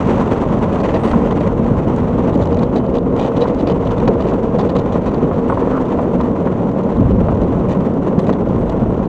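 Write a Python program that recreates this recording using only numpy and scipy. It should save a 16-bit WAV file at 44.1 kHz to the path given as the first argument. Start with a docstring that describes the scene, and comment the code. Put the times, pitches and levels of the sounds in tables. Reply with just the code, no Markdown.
"""A throbbing rumble with thuds and chatter: a small plastic cart coasts fast down an asphalt track,
microphone at the rider's seat. Just below, road stones drum through hard wheels into the hollow hull
and grit hisses under the tread. Loose parts clack over rough patches; through a long bend the steering
linkage takes over and a tyre scrubs. Wind buffets the microphone over a faint electronic whistle."""
import sys
import numpy as np
from scipy import signal
from scipy.fft import rfft, irfft
from scipy.io import wavfile

SR = 44100
rng = np.random.default_rng(int(sys.argv[2]) if len(sys.argv) > 2 else 0)


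def int16_out(signal):
    """Quantize to a 16-bit WAV file."""
    q = np.round(np.clip(np.atleast_2d(signal).T, -1, 1) * 32767)
    wavfile.write(sys.argv[1], SR, q.astype(np.int16))


N = 400428
TIME = np.arange(N) / SR
APEX_S = 4.3  # the long bend loads the wheels most here

# coarseness of the asphalt, above ordinary paving: t/s, level/dB
COARSENESS = [(0, 11), (.6, 6), (1.05, 8), (1.55, 3.5), (2.25, 4), (3.05, -2), (3.3, 3), (5.3, 2),
              (5.75, 4.5), (6.1, 1.5), (9.08, 0)]
# wheels dropping into dips and joints: t/s, peak level/dB, thud f/Hz
DIPS = [(.061, -6, 226), (1.158, -3, 191), (1.714, -3, 205), (2.357, -6, 215), (4.077, -5, 240),
        (4.09, -5, 450), (5.226, -6.5, 240), (5.937, -7, 290), (6.15, -5, 258), (8.18, -1.5, 180),
        (8.282, -6, 178)]
# spectrum of a hard wheel struck on its tread: f/Hz, level/dB
TREAD_SPECTRUM = [(300, -17), (620, -16), (780, 2.5), (900, 3), (1050, 3), (1180, -4), (1300, -6),
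                  (1450, -10.5), (1650, -21), (1900, -19.5), (2200, -28), (9000, -78)]
# spectrum of a knock on the hollow body: f/Hz, level/dB
BODY_SPECTRUM = [(150, -7.5), (480, 6.5), (720, 2.5), (1100, -5.5), (1500, -21.5), (3000, -42.5),
                 (9000, -64)]
# the steering linkage's part in the chatter, greatest in the bend: t/s, share/0-1
LINKAGE_SHARE = [(2.25, .1), (2.6, .62), (4.9, .62), (5.5, .25)]
# where the clacks excite the linkage most: t/s, f/Hz
FAVOURED_PITCH = [(1.4, 2200), (2.5, 5000), (3.4, 3700), (4.6, 2300), (7.5, 3900)]


def amp(db):
    """Decibels to gain."""
    return 10 ** (np.asarray(db) / 20)


def unit(x):
    """Scales to rms 1."""
    return x / np.sqrt(np.mean(x ** 2) + 1e-20)


def curve(points, s=TIME):
    """Reads a curve of (time, value) points at the times s."""
    return np.interp(s, *np.transpose(points))


def add(mix, s, sound):
    """Mixes a sound in at time s."""
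    part = mix[max(round(s * SR), 0):][:len(sound)]
    part += sound[:len(part)]


def through(x, response):
    """Passes a drive through an impulse response."""
    return signal.oaconvolve(x, response)[:len(x)]


def colour(spectrum, treble_db=0, size=4096):
    """Causal impulse response of energy 1 with a given spectrum and a treble shelf at 5 kHz."""
    hz = np.fft.rfftfreq(size, 1 / SR) + 1
    f, db = np.transpose(spectrum)
    shelf = 1 / (1 + (5000 / hz) ** 4)
    gain = amp(np.interp(np.log(hz), np.log(f), db) + treble_db * shelf)
    cepstrum = irfft(np.log(gain))
    cepstrum[1:size // 2] *= 2  # fold to minimum phase
    cepstrum[size // 2 + 1:] = 0
    response = irfft(np.exp(rfft(cepstrum)))
    return response / np.linalg.norm(response)


def ringing(modes, soft_hz, order=8):
    """Impulse response of energy 1 of a resonant body; contact time cuts what lies above soft_hz."""
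    t = np.arange(SR // 5) / SR
    ring = sum(amp(db) * width * np.exp(-np.pi * width * t) * np.cos(2 * np.pi * hz * t)
               for hz, width, db in modes)
    ring = signal.sosfilt(signal.butter(order, soft_hz, fs=SR, output="sos"), ring)
    return ring / np.linalg.norm(ring)


def resonate(x, hz, width_hz):
    """A steep-sided resonance that follows the pitch hz; output of rms 1."""
    carrier = np.exp(2j * np.pi * np.cumsum(hz * np.ones(N)) / SR)
    pole = np.exp(-np.pi * width_hz / SR)
    envelope = signal.lfilter([1], [1, -2 * pole, pole * pole], x / carrier)
    return unit((carrier * envelope).real)


def wander(low_hz, high_hz):
    """Random motion of rms 1 between two rates."""
    hz = np.fft.rfftfreq(N, 1 / SR) + 1e-3
    shape = 1 / np.sqrt((1 + (low_hz / hz) ** 4) * (1 + (hz / high_hz) ** 4) * hz)
    return unit(irfft(rfft(rng.standard_normal(N)) * shape, N))


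def stones(per_s, spread_db):
    """Random blows of road stones on the wheels; spread_db sets how unequal they are."""
    force = amp(spread_db * np.minimum(rng.exponential(1, N), 4)) * rng.choice([-1, 1], N)
    return unit(force * (rng.random(N) < per_s / SR))


def whine(hz=11700, db=-76):
    """A faint, slightly unsteady whistle from the electronics at the microphone."""
    return amp(db) * np.sin(2 * np.pi * hz * TIME + .7 * wander(10, 40))


def wind(air_db=-21, shelter_db_per_s=.5, rise_s=.04, fade_s=.34):
    """Low eddies right on the microphone: gusts over a stream of air that eases in among the trees."""
    # gusts: t/s, level/dB, hold/s
    gusts = [(1.4, -21, 0.58), (2.193, -19, 0.24), (3.72, -21.5, 0.23), (4.81, -21.5, 0.23),
             (6.947, -11.5, 0.13), (7.346, -25, 0.37), (8.408, -18.5, 0.44)]
    # spectrum of the buffeting: f/Hz, level/dB
    buffet_spectrum = [(8, -22.5), (22, -9.5), (45, 0), (80, 1), (130, 3), (165, -1.5), (230, -2),
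                       (500, -25), (2000, -88.5)]
    eddies = through(rng.standard_normal(N), colour(buffet_spectrum)) * amp(.5 * wander(4.6, 9.8))
    power = amp(air_db - shelter_db_per_s * TIME) ** 2
    for s, db, hold in gusts:
        rise = np.clip((TIME - s) / rise_s, 0, 1)
        fade = np.exp(-np.maximum(TIME - s - hold, 0) / fade_s)
        power += (amp(db) * rise * fade) ** 2
    return np.sqrt(power) * unit(eddies)


def pings(brush_s=.026):
    """A small metal part rings thinly, fed by a short run of brushing contacts."""
    # modes of the part: f/Hz, level/dB, t60/s
    metal_modes = [(8480, -1, 0.14), (8530, 0, .12), (10100, -12, .1)]
    # light touches on it: t/s, peak level/dB
    touches = [(.99, -53), (1.035, -48), (1.08, -51), (1.935, -61), (5.487, -52), (8.191, -57), (8.59, -57),
               (8.79, -67), (8.885, -62)]
    out, t = np.zeros(N), np.arange(SR // 3) / SR
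    ring = sum(amp(db - 60 * t / t60) * np.sin(2 * np.pi * hz * t) for hz, db, t60 in metal_modes)
    for s, db in touches:
        jingle = through(rng.standard_normal(len(t)) * np.exp(-t / brush_s), ring)
        add(out, s, amp(db) * jingle / abs(jingle).max())
    return out


def scrubs():
    """A tyre scrubs sideways, the steering squeaks: stick and slip gives fuzzy, swelling tones."""
    # rubs: t/s, length/s, f/Hz, width/Hz, level/dB
    rubs = [(2.48, .54, 3040, 70, -59), (3.402, .04, 3900, 180, -40), (5.697, .11, 1250, 380, -28)]
    out = np.zeros(N)
    for s, length, hz, width_hz, db in rubs:
        swell = np.sin(np.pi * np.clip((TIME - s) / length, 0, 1))
        out += amp(db) * swell * resonate(rng.standard_normal(N), hz, width_hz)
    return out


def linkage(favoured_hz, favour_db=3.5, vary_db=6.5):
    """Impulse response of the steering linkage: a random mix of modes, lifted near favoured_hz."""
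    # modes of the linkage: f/Hz, width/Hz, level/dB
    linkage_modes = [(2000, 400, -3), (2470, 220, 2.5), (3000, 230, 0), (3500, 300, -2), (3880, 300, .5),
                     (4500, 220, -6), (5850, 500, -7), (6630, 450, -7.5), (7600, 400, -11.5)]
    excited = []
    for hz, width, db in linkage_modes:
        nearness = np.exp(-(2 * np.log2(hz / favoured_hz)) ** 2)
        excited.append((hz, width, db + favour_db * nearness + vary_db * rng.standard_normal()))
    return ringing(excited, soft_hz=4900, order=4)


def linkage_ticks(road):
    """The loaded linkage ticks lightly over each rough spot."""
    ticks = unit(stones(per_s=220, spread_db=4.5) * amp(7.6 * road))
    return amp(-60) * curve(LINKAGE_SHARE) * through(ticks, linkage(curve(FAVOURED_PITCH, APEX_S)))


def light_bursts(count=54, base_db=-53, spread_db=1.5, longest_s=.0116):
    """Scattered chatter, stronger on coarse asphalt and in the bend: rows of t/s, level/dB, length/s."""
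    place, strength, span = rng.random((count, 3)).T
    s = (np.arange(count) + place) / count * N / SR
    db = base_db + 3 * curve(LINKAGE_SHARE, s) + .45 * curve(COARSENESS, s)
    db += spread_db * (2 * strength - 1)
    return list(zip(s, db, longest_s * span))


def rattles(gap_s=.0032, scrape_s=.0018, fade_db=3.5, uneven_db=2.5, count=40, heavy_db=-41):
    """Loose parts near the seat bounce in their play: clacks ring plastic and linkage and jolt the hull."""
    # the loudest bursts of chatter: t/s, level/dB, length/s
    loud_bursts = [(.801, -40, .016), (.845, -36, .016), (.885, -37.5, .022), (.94, -34, .024),
                   (1.035, -36.5, .028), (1.075, -38, .02), (1.113, -36, .01), (1.309, -38, .018),
                   (1.406, -38.5, .01), (1.962, -45, .004), (2.33, -44.5, .03), (2.376, -48, .001),
                   (2.413, -43.5, .028), (2.456, -45, .002), (2.472, -44, .002), (2.528, -45.5, .006),
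                   (2.545, -44.5, .001), (2.57, -44, .002), (2.588, -43, .007), (2.633, -41.5, .002),
                   (2.756, -41.5, .031), (2.941, -42.5, .03), (2.984, -43, .004), (3.164, -45.5, .005),
                   (3.189, -40.5, .1), (3.363, -42, .02), (3.408, -40.5, .046), (3.48, -45, .006),
                   (3.547, -44.5, .002), (3.586, -46, .028), (3.671, -38.5, .02), (3.698, -40, .025),
                   (3.867, -43, .013), (3.907, -43, .012), (3.98, -45, .005), (4.0, -42, .007),
                   (4.076, -36, .014), (4.205, -43, .021), (4.268, -44, .045), (4.586, -40.5, .032),
                   (4.691, -42, .014), (4.753, -41.5, .046), (4.923, -46, .026), (5.057, -45, .04),
                   (5.139, -45, .009), (6.21, -40, .006), (7.686, -41, .05), (8.187, -41, .02),
                   (8.267, -42, .035), (8.327, -39.5, .009), (8.694, -41.5, .007)]
    # spectrum of clacking plastic: f/Hz, level/dB
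    plastic_spectrum = [(600, -10.5), (1450, 0.5), (1650, 7.5), (1900, 21), (2250, 5), (2900, 7.5),
                        (3800, -5), (5200, -10.5), (6100, -5.5), (7600, -10.5), (9200, -25.5), (14000, -39)]
    out, t = np.zeros(N), np.arange(SR // 8) / SR
    body = colour(BODY_SPECTRUM)
    for s, db, length in loud_bursts + light_bursts():
        at = np.cumsum(gap_s * rng.uniform(.35, 1.65, count))
        at -= at[0]
        force_db = uneven_db * rng.standard_normal(count) - fade_db * at / max(length, 1e-3)
        blows = np.zeros(len(t))
        np.add.at(blows, np.minimum((at * SR).astype(int), len(t) - 1), amp(force_db) * (at <= length))
        clacks, clinks = through(blows, np.exp(-t / scrape_s)) * rng.standard_normal((2, len(t)))
        share = curve(LINKAGE_SHARE, s)
        treble_db = 7 - 3.7 * max(db - heavy_db, 0)  # heavy bursts shake whole panels and sound duller
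        plastic = np.sqrt(1 - share) * unit(through(clacks, colour(plastic_spectrum, treble_db)))
        metal = np.sqrt(2 * share) * unit(through(clinks, linkage(curve(FAVOURED_PITCH, s))))
        jolt = amp(16.5 + 5.5 * share) * unit(through(clacks, body))
        gain = amp(db) * np.sqrt((length + .006) / t[-1])  # longer bursts carry more energy
        add(out, s, gain * (plastic + metal + jolt))
    return out


def knocks(die_s=.009, crumble=.13):
    """A larger stone raps the tread and knocks the hollow body: one hard blow, then a crumbling tail."""
    # larger stones under a wheel: t/s, peak level/dB
    large_stones = [(1.134, -3), (3.456, -9), (4.079, -4), (4.204, -8), (4.32, -12), (4.756, -7),
                    (4.955, -9), (5.313, -10), (5.499, -5), (5.523, -7), (5.574, -7), (5.623, -6),
                    (5.673, -6.5), (5.777, -7), (5.989, -7), (6.202, -8), (6.472, -5.5), (7.285, -7.5),
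                    (8.293, -8)]
    out, t = np.zeros(N), np.arange(SR // 16) / SR
    body = colour(BODY_SPECTRUM) + .5 * colour(TREAD_SPECTRUM)
    for s, db in large_stones:
        tail = crumble * rng.standard_normal(len(t)) * np.exp(-t / die_s)
        knock = through(signal.unit_impulse(len(t)) + tail, body)
        add(out, s, amp(db) * knock / abs(knock).max())
    return out


def thuds(rise_s=.0037):
    """A drop into a dip or joint gives the hull one short, heavy thud."""
    out, t = np.zeros(N), np.arange(SR // 10) / SR
    envelope = t / rise_s * np.exp(1 - t / rise_s)
    for s, db, hz in DIPS:
        add(out, s, amp(db) * envelope * np.sin(2 * np.pi * hz * t))
    return out


def wheel_throb(turns_hz=9.4):
    """Worn, out-of-round wheels press harder once a turn, and less so half a turn later."""
    angle = 2 * np.pi * np.cumsum(turns_hz * (1 + .03 * wander(.2, 2))) / SR
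    return unit(np.cos(angle) + 1.3 * np.cos(2 * angle))


def wheel_roar(load, roar_db=-31, grit_db=-46):
    """Stones drum on the hard wheels just below the seat; finer grit crunches under the same blows."""
    # spectrum of crunching grit: f/Hz, level/dB
    grit_spectrum = [(700, -24.5), (1500, 5.5), (1900, 6.5), (2200, 3), (2900, -0.5), (3600, -6.5),
                     (5200, -17.5), (5900, -13), (7700, -19), (9200, -30.5), (10400, -32.5), (14000, -43)]
    blows = stones(per_s=1500, spread_db=-1)
    roar = unit(through(blows * amp(1.58 * load), colour(TREAD_SPECTRUM)))
    crunch = (blows + 2 * stones(per_s=7000, spread_db=3.5)) * amp(2.06 * load)
    grit = unit(through(crunch, colour(grit_spectrum)))
    coarse_db = curve(COARSENESS)
    return amp(roar_db + .64 * coarse_db) * roar + amp(grit_db + coarse_db) * grit


def wheel_drone(load, rim_hz=471, bend_s=4.8, damping_s=.8):
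    """The road keeps the wheels humming and the rims ringing; both fall away outside the bend."""
    # the drone rises under load and drops on the straight: t/s, f/Hz
    drone_pitch = [(0, 220.2), (2.3, 242.3), (3.1, 255), (4.3, 230), (5.2, 258.7), (6.2, 253.3),
                   (6.35, 185.5)]
    drive = stones(per_s=1200, spread_db=.1) * amp(load)
    sway = 1 + .014 * wander(1.3, 3.4)  # the rider's weight shifts
    unloaded = ((TIME - APEX_S) / bend_s) ** 2  # 0 at the apex, about 1 on the straights
    damped_db = 13 * np.exp(-((TIME - APEX_S) / damping_s) ** 2)  # side load right at the apex
    hum = resonate(drive, curve(drone_pitch) * sway, width_hz=23)
    rim = resonate(drive, rim_hz * sway, width_hz=26)
    return amp(-22.3 - 5 * unloaded - damped_db) * hum + amp(-24 - 19 * unloaded) * rim


def bounce_db(rise_s=.0027, settle_s=.055):
    """After each dip the cart bounces and shakes the hull harder for a moment."""
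    since_dips = [np.maximum(TIME - s, 0) for s, _, _ in DIPS]
    return 3 * sum((1 - np.exp(-t / rise_s)) * np.exp(-t / settle_s) for t in since_dips)


def hull_rumble(load, base_db=-17):
    """The uneven road shakes the hollow hull, all around the seat, in its low resonances."""
    # modes of the hull: f/Hz, width/Hz, level/dB
    hull_modes = [(185.8, 11, 3.5), (221.3, 42, 1), (269, 63, -1.5), (357, 132, -4), (452.6, 68, -6.5),
                  (528, 24, -9), (638, 14, -15.5)]
    drive = stones(per_s=1800, spread_db=2) * amp(.98 * load)
    gain = amp(base_db + .059 * curve(COARSENESS) + bounce_db())
    return gain * unit(through(drive, ringing(hull_modes, soft_hz=696)))


def scene():
    """Mono, from the seat: one road roughness drives hull and wheels, throbbing as the wheels turn."""
    road = wander(2.5, 79)
    load = .8 * road + .75 * wheel_throb()
    rolling = hull_rumble(load) + wheel_drone(load) + wheel_roar(load) + knocks() + thuds() + scrubs()
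    loose_parts = rattles() + linkage_ticks(road) + pings()
    return (rolling + loose_parts + wind() + whine())[None]


def record(dry, ceiling=.88, edge_hz=15000):
    """The recorder rounds off the highest peaks and cuts the treble above edge_hz; both ends fade in and out
    briefly."""
    rounded = dry / (1 + (dry / ceiling) ** 8) ** (1 / 8)
    faded = rounded * signal.windows.tukey(N, .001)
    lowpass = signal.firwin(511, edge_hz, window=("kaiser", 9), fs=SR)
    return signal.oaconvolve(faded, lowpass[None], "same")


dry = scene()
out = record(dry)
int16_out(out)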